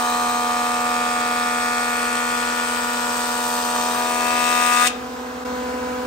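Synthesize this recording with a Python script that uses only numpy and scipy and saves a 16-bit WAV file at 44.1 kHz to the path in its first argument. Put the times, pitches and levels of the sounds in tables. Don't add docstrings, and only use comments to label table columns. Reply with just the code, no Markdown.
import sys
import numpy as np
from scipy import signal
from scipy.fft import rfft, irfft
from scipy.io import wavfile
from scipy.ndimage import uniform_filter1d

SR = 44100
rng = np.random.default_rng(int(sys.argv[2]) if len(sys.argv) > 2 else 0)


def put_to_file(sound):
    columns = np.atleast_2d(sound).T
    safe = np.clip(columns, -1, 1)
    whole_steps = np.round(safe * 32767)
    wavfile.write(sys.argv[1], SR, whole_steps.astype(np.int16))


def how_loud(loudness_db):
    steps = np.asarray(loudness_db, float) / 20
    return 10 ** steps


N = 267246
T = np.arange(N) / SR
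EXIT_S, CHANGE_S = 4.89, 5.446

# frequency in Hz, likeness 0-1, lead of the right port in rad.
PORTS = [(60, .99, 0), (200, .9, -.1), (800, .75, .25), (1000, .5, -1.1), (1500, .5, -1.7),
         (2500, .4, -1.5), (4000, .35, -.7), (7000, .5, -1.2), (8400, .9, .25), (9200, .7, .7),
         (9800, .55, 1.9), (10800, .9, 3.1), (12200, .9, 3.2), (13500, .9, 6.2)]
# level in dB, time in seconds when a node lies over
# the knives, node spacing in seconds, leak at the node 0-1, swell of the free tail in dB.
RINGS = [
    (-29, 2.7, 4.64, 0.39, -1),
    (-23.5, 1.7, 16.1, 0.18, -1),
    (-28.5, 3.22, 5.8, 0.37, 10.5),
    (-33, 3.99, 3.63, 0.41, 4.5),
    (-30.5, 3.55, 3.78, 0.51, 3),
]


def board(turns):
    # left-right in dB, swing in dB, its time in seconds,
    # its width in seconds, turn of the free tail in dB.
    ring_places = [
        (-3, -3.5, 3.4, .5, 1),
        (4, 14, 4.55, 0.44, 15),
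        (1.5, -11, 3, 0.66, 8.5),
        (-2, 15, 2.98, 1.18, 2),
    ]
    # level against the board's ring in dB,
    # left-right in dB, change at the free tail in dB.
    knife_pattern = [(-21.5, 7, 3.5), (-24.5, 10, 4), (-50.5, 15, -16), (-15, -2, 3.5), (-14, 15, 1),
                     (0, -4, 0), (-12, 34, -7), (-2, -45, -9), (0, 3, 0), (-20, 20, 9.5), (-4, -30, -11),
                     (0, 0, 0), (-10.5, 17, -23), (-4, -13, -6), (0, 1, 0), (-17.5, 7, 6.5), (-37, -12, 32),
                     (-10.5, 0, 8.5), (-6, -6, -13), (-14.5, 6.5, 5), (-11, 11.5, 5.5), (-19.5, 30, 5.5),
                     (-22, 25, 0), (-12.5, 38, 5), (-14, -20, -3.5), (-24.5, -16, 14), (-11, 3, 2),
                     (-22, -0.5, 3), (-15.5, 22.5, 10.5), (-15.5, -15, 7.5)]
    half_orders = [6.5, 7.5, 13.5]
    # level against the board's ring in dB, left-right in dB, change at the free tail in dB.
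    rocking = [
        (-24.5, -5, -1),
        (-12.5, 13.5, -34),
        (-32.5, 14, -14),
    ]
    loaded_hz, belt_hz = 80.8, 19.7
    growl_db = -32.5 + 7 * bump(4.26, 0.57)
    rings = np.array([growl_db] + [ring_db(*row) for row in RINGS])
    anchors = [8, 9, 12, 15, 18, 27]
    loose = np.clip((T - 3.8) / .45, 0, 1)

    flare_s, flare_from, flare_to, flare_db, flare_drop_db = .08, 15.5, 30.5, 5, -17
    last = np.clip(1 + (T - EXIT_S) / flare_s, 0, 1)
    flare = np.log(flare_from) + last * np.log(flare_to / flare_from)

    places = [db + swing_db * bump(s, width) + tail_db * tail_free()
              for db, swing_db, s, width, tail_db in ring_places]
    places = np.array([0 * T] + places + [0 * T])
    orders = list(range(4, 4 + len(knife_pattern))) + half_orders
    spreads = rng.standard_normal((len(orders), 2))
    out = np.zeros((2, N))
    for k, (db, pan_db, loose_db), (start, spread) in zip(orders, knife_pattern + rocking, spreads):
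        share = np.array([np.interp(k, anchors, row) for row in np.eye(len(anchors))])
        free = 1 - share[1:5].max()
        drift = wander(1.244, count=3)
        pan = free * (pan_db + 0.76 * drift[0]) + (1 - free) * (share @ places)
        start_scale = 1.1 if k % 3 else .95
        angle = 2 * np.pi * k * turns + start_scale * start + .2 * drift[2]
        lead = read(PORTS, k * loaded_hz, order=2) + 0.64 * spread * free
        level = how_loud((db + loose_db * loose) * (free > 0) + share @ rings + 1.8 * free * drift[1])
        near_flare = np.exp(-((np.log(k) - flare) / .27) ** 2)
        drop_db = flare_drop_db * last
        level = level * how_loud(np.sqrt(last) * (k > 10) * (drop_db + (flare_db - drop_db) * near_flare))
        left, right = sides(pan)
        port_sum = np.maximum(abs(left + right * np.exp(1j * lead)) / 2, .5)
        level = level / port_sum ** (1 - free / 2)
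        out += np.sqrt(2) * level * [left, right] * np.cos([angle - lead / 2, angle + lead / 2])

    shudder = chatter()[0] * np.tanh(wander(55)[0])
    shudder += 0.61 * np.cos(2 * np.pi * belt_hz * T)
    shudder += .9 * np.cos(np.pi * turns)
    return out * how_loud(shudder)


def chips(turns):
    knives_db = [
        0,
        -2,
        -7,
    ]
    # time in seconds, tearing level in dB.
    bite = [
        (0.0, -33.5),
        (1.12, -34),
        (1.31, -34),
        (2.15, -33),
        (2.84, -33),
        (3.5, -30.5),
        (4.08, -32),
        (4.75, -26.5),
        (4.85, -24),
    ]
    # frequency in Hz, dB per Hz.
    wood_color = [(150, -19), (300, -11.5), (500, -8.5), (800, -5.5), (1150, 11.5), (1450, 0), (1650, 8),
                  (1900, 4.5), (2300, -28)]
    crack_color = [(1300, -23), (1900, -1), (2600, 14.5), (3000, -22), (3600, -40)]
    hiss_color = [(2400, -9), (2800, -0.5), (3200, -1.5), (3700, 0.5), (4400, -1.5), (5000, -0.5),
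                  (5700, -2), (6600, -1.5), (7250, -2), (8600, 1.5), (9300, -2.5), (11300, -4),
                  (12600, -16), (13800, -23)]
    fizz_color = [(10000, -16), (12000, -6), (13200, -3), (16000, -6.5)]
    # time in seconds, width in seconds,
    # level against the tearing in dB.
    singing = [(.5, .6, -17), (.9, .6, -14), (1.2, .7, -16), (3.8, .45, -12), (4.55, .35, -11),
               (4.6, .3, -14), (4.6, .35, -15), (.4, .8, -12)]
    singing_hz = [4100, 4750, 3450, 6030, 2690, 4000, 5200, 1700]
    singing_width_hz = 200

    bite_db = curves(bite)[0]
    torn = bump(4.875, 0.0093)
    crack_db = ring_db(*RINGS[-1])
    hiss_db = 2 + bite_db + 5.5 * torn
    fizz_db = -43 + 1.1 * (bite_db - bite[0][1]) + 1 * torn
    pan_db = 3 + 8 * tail_free() * (1 - torn)

    knives_db = np.array(knives_db)
    grain_db = rng.standard_normal(2000)
    count = np.floor(3 * turns).astype(int)
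    blow = how_loud(knives_db[count % 3] + 2.2 * grain_db[count])
    puff = evened(.9 + blow * np.exp(-(3 * turns % 1) / .27))

    count = np.round(3 * turns).astype(int)
    samples = (turns - count / 3) / np.gradient(turns)
    blow = how_loud(knives_db[count % 3] + 1.2 * grain_db[count])
    clicks = blow * np.sinc(samples) * np.exp(-(samples / 12) ** 2)

    t, hz = np.arange(2000) / SR, np.fft.rfftfreq(N, 1 / SR)
    snaps = 0
    for k in range(3):
        decay = how_loud(-60 * t / .006) + .3 * how_loud(-60 * t / .04)
        ring = rng.standard_normal((2, len(t))) * decay
        moved = clicks * np.cos(1.72 * T + k * np.pi / 3)
        snaps = snaps + signal.oaconvolve(moved[None], ring)[:, :N]
    left, other = rfft(snaps) * how_loud(read(hiss_color, hz)) * (hz > 2700) / np.sqrt(1 + (hz / 6500) ** 4)
    same = np.clip(read(PORTS, hz), 0, 1)
    lead = read(PORTS, hz, order=2)
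    right = same * np.exp(1j * lead) * left + np.sqrt(1 - same ** 2) * other
    snaps = evened(irfft([left, right], N))

    tear = how_loud(hiss_db) * (how_loud(-0.5) * puff * noise(hiss_color, comb_db=2.5) + how_loud(-7.0) * snaps)
    for (s, width, db), f in zip(singing, singing_hz):
        band = np.exp(-((hz - f) / singing_width_hz) ** 2 + 1j * np.outer([0, 1], lead))
        sung = irfft(rfft(clicks) * band, N)
        tear += how_loud(hiss_db + db) * bump(s, width) * evened(sung)
    tear += how_loud(crack_db - 8.5) * puff * noise(crack_color)

    high_pass = signal.butter(4, 7700, "high", fs=SR, output="sos")
    top = signal.sosfiltfilt(high_pass, tear)
    fizz = how_loud(fizz_db) * puff * noise(fizz_color)
    wood = how_loud(chatter()[1]) * puff * noise(wood_color, patchy_db=0.5, comb_db=2.5)
    return sides(pan_db) * (tear - top) + top + fizz + wood


def ring_db(db, node_s, spacing_s, leak, tail_db):
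    drive = leak ** 2 + np.sin(np.pi * (T - node_s) / spacing_s) ** 2
    return db + 10 * np.log10(drive) + tail_db * tail_free()


def tail_free():
    return np.exp(np.minimum(T - EXIT_S, 0) / .6)


def chatter():
    # time in seconds, width in seconds, shudder in dB, rumble in dB.
    table_knocks = [
        (3.62, .06, 1, 2.5),
        (3.76, .04, 1.5, 5),
        (3.96, .06, 2, 9),
        (4.87, .025, .3, 7),
    ]
    knocks = sum(np.outer(dbs, bump(s, width)) for s, width, *dbs in table_knocks)
    shudder_db = 0.33 + knocks[0]
    rumble_db = -35.5 - 1.5 * tail_free() + knocks[1]
    return shudder_db, rumble_db


def shaft_hz():
    # time in seconds, turns per second.
    cutterhead_speed = [
        (0, 80.78),
        (1.7, 80.79),
        (3.7, 80.82),
        (4.1, 81),
        (4.4, 81.3),
        (4.79, 81.3),
        (4.86, 82.1),
        (4.97, 83.1),
        (5.05, 83.27),
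    ]
    return curves(cutterhead_speed)[0]


def machine(hz, turns):
    # level loaded in dB, idle in dB,
    # after the scene changes in dB, left-right in dB, lead of the right port in rad.
    whistle = [(-33.5, -36, -32.5, 1, -0.39), (-37, -37, -30.5, -0.5, 1.13), (-96.5, -42.5, -39, 1, 0.98),
               (-60.5, -45, -35.5, -1.5, 1.4), (-85, -46.5, -54, 13, -0.83), (-71, -74, -44, 8, -1.4),
               (-64, -67, -73, -6, 4.2), (-64, -68, -55, 1, .9), (-82.5, -72, -53, 11, 0),
               (-52, -60, -60, 0, -0.68), (-62, -62, -56, -24, -1)]
    # idle frequency in Hz, level loaded in dB, idle in dB,
    # after the scene changes in dB.
    motor_tones = [(61, -56, -55, -50.5), (78.5, -60.5, -56, -52), (119.8, -65, -62, -71),
                   (199, -63.5, -60, -53.5), (237.1, -55.5, -45, -42), (274.8, -65, -49.5, -47.5),
                   (291.6, -69, -58, -47), (336, -68, -63, -81), (426, -74, -56, -53),
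                   (429, -75.5, -60, -48), (461.2, -44, -44, -44.5), (479, -62.5, -59, -58),
                   (522, -55, -56, -54), (668, -79.5, -57, -52), (1253, -66, -57, -45)]
    # frequency in Hz, dB per Hz.
    air_color = [(30, -30), (42, -14), (60, -10.5), (90, -8), (140, -2.5), (300, 0), (450, 0), (1600, 4),
                 (1760, -3), (3000, -9), (7000, -13.5), (8600, -18), (11000, -19), (16000, -22)]
    air_db = (-35.5, -34.5, -32)
    # frequency in Hz, left-right in dB.
    air_pan = [(100, -11), (1500, -2), (3000, 1), (6500, 8), (8600, 8), (10000, -8.5)]
    idle_hz = 83.27

    air_pan_db = read(air_pan, np.fft.rfftfreq(1024, 1 / SR))
    out = stage(*air_db) * noise(air_color, air_pan_db, comb_db=.7)
    for k, (*levels_db, pan_db, lead) in zip(range(3, 36, 3), whistle):
        pan = np.interp(T, [3.6, 4.3], [10.5 * (k == 6), pan_db])
        angle = 2 * np.pi * (k * turns + rng.random())
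        right_angle = angle + lead * np.clip(T - 3.6, 0, 1) - 0.32 * (T < 3.6)
        level = stage(*levels_db) * how_loud(0.32 * wander(9))
        out += np.sqrt(2) * level * sides(pan) * np.cos([angle, right_angle])
    motor = np.cumsum(1 - .45 * (1 - hz / idle_hz)) / SR
    for f, *levels_db in motor_tones:
        level = stage(*levels_db) * how_loud(0.54 * wander(10.0))
        out += np.sqrt(2) * level * np.cos(2 * np.pi * (f * motor + rng.random()))
    return out


def stage(loaded_db, idle_db, later_db):
    times = [4.86, 4.91, CHANGE_S, CHANGE_S + .001]
    return how_loud(np.interp(T, times, [loaded_db, idle_db, idle_db, later_db]))


def shop(x):
    # frequency in Hz, seconds to fade by 60 dB.
    room_decay = [(200, .9), (700, .55), (1300, .3), (2500, .38), (4000, .3), (10000, .14)]
    taps = np.zeros((2, SR))
    at = np.arange(300, SR - 20, 20) + rng.integers(0, 20, (2, (SR - 301) // 20))
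    np.put_along_axis(taps, at, rng.choice([-1., 1.], at.shape), 1)
    hz, t, z = signal.stft(taps, SR, nperseg=256)
    fade = how_loud(-60 * t / read(room_decay, hz)[:, None])
    tail = signal.istft(z * fade, SR, nperseg=256)[1]
    return signal.fftconvolve(x, tail / np.linalg.norm(tail[0]), axes=1)[:, :N]


def noise(shape, pan_db=0, patchy_db=1.0, comb_db=4.0):
    frames, hz = N // 256 + 5, np.fft.rfftfreq(1024, 1 / SR)
    a, b, c, d, patches = rng.standard_normal((frames, 513, 5)).T
    patches = uniform_filter1d(patches, size=10, axis=0)
    patches = evened(uniform_filter1d(patches, size=12, axis=1))
    same = np.clip(read(PORTS, hz), 0, 1)[:, None]
    lead = np.exp(1j * read(PORTS, hz, order=2))[:, None]
    left = a + 1j * b
    right = same * lead * left + np.sqrt(1 - same ** 2) * (c + 1j * d)
    z = np.array([left, right])
    comb = uniform_filter1d(rng.standard_normal((frames, 513)).T, size=3, axis=0)
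    comb = evened(uniform_filter1d(comb, size=150, axis=1))
    inside = (hz > shape[0][0]) & (hz < shape[-1][0])
    color = how_loud(read(shape, hz)) * inside * sides(pan_db + 0 * hz)
    z *= how_loud(patchy_db * patches + comb_db * comb) * color[..., None]
    return evened(signal.istft(z, nperseg=1024, noverlap=768)[1][:, :N])


def sides(pan_db):
    left = np.sqrt(2 / (1 + how_loud(-pan_db) ** 2))
    return np.array([left, left * how_loud(-pan_db)])


def wander(hz, count=1):
    knots = rng.standard_normal((count, 400))
    return np.array([np.interp(T * hz, np.arange(400), k) * 1.22 for k in knots])


def bump(at, width):
    return np.exp(-((T - at) / width) ** 2)


def evened(x):
    return x / np.sqrt(np.mean(x ** 2) + 1e-20)


def curves(rows):
    s, *columns = np.transpose(rows)
    return [np.interp(T, s, c) for c in columns]


def read(points, hz, order=1):
    points = np.transpose(points)
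    return np.interp(np.log(hz + 1), np.log(points[0] + 1), points[order])


def scene():
    hz = shaft_hz()
    turns = np.cumsum(hz) / SR
    contact = np.clip((4.893 - T) / .016, 0, 1)
    chord = np.clip((4.9 - T) / 0.029, 0, 1) * board(turns)
    torn = contact * chips(turns)
    tail = how_loud(-11) * (1 - contact) * shop(chord) + how_loud(-11) * shop(torn)
    return chord + torn + tail + machine(hz, turns)


def roll_off(x):
    return signal.sosfilt(signal.butter(12, 15840, fs=SR, output="sos"), x)


def record(dry):
    # frequency in Hz, share in the sum,
    # share in the difference.
    lost_share = [(8000, .1, .3), (8700, .1, .6), (9300, .2, .5), (9900, .7, .3), (12300, .75, .3),
                  (13200, .5, .8), (15000, .45, .9), (15700, .9, .9)]
    ceiling = 1.1
    dip = np.interp(T, [CHANGE_S - .012, CHANGE_S, CHANGE_S + .009], [1, .3, 1])
    faded = ceiling * np.tanh(dry / ceiling) * dip
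    hz, t, z = signal.stft(faded, SR, nperseg=2048, noverlap=1024)
    mid, side = (z[0] + z[1]) / 2, (z[0] - z[1]) / 2

    held = np.cumsum(rng.random(len(t)) < .7)
    low, high, top, gap = rng.random((len(t), 4))[held].T
    step_hz, hz = 340, hz[:, None]
    below = hz < 10500 - step_hz * np.floor(2.2 * low ** 1.6)
    above = hz > 12200 + step_hz * np.floor(2.6 * high ** 1.4)
    mid = mid * (below | above)
    side = side * (hz < 12700 + step_hz * np.floor(3.4 * top ** 1.2))
    side = side * ((abs(hz - 8650) > 330) | (gap > .45))

    near = uniform_filter1d(abs(z).mean(0), size=15, axis=0)
    keep_mid = abs(mid) > read(lost_share, hz) * near
    keep_side = abs(side) > read(lost_share, hz, order=2) * near
    keep = np.array([keep_mid, keep_side]) & (hz < 15800)
    mid, side = keep * [mid, side]
    both = signal.istft(np.array([mid + side, mid - side]), SR, nperseg=2048, noverlap=1024)[1][:, :N]
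    return roll_off(both)


dry = scene()
out = record(dry)
put_to_file(out)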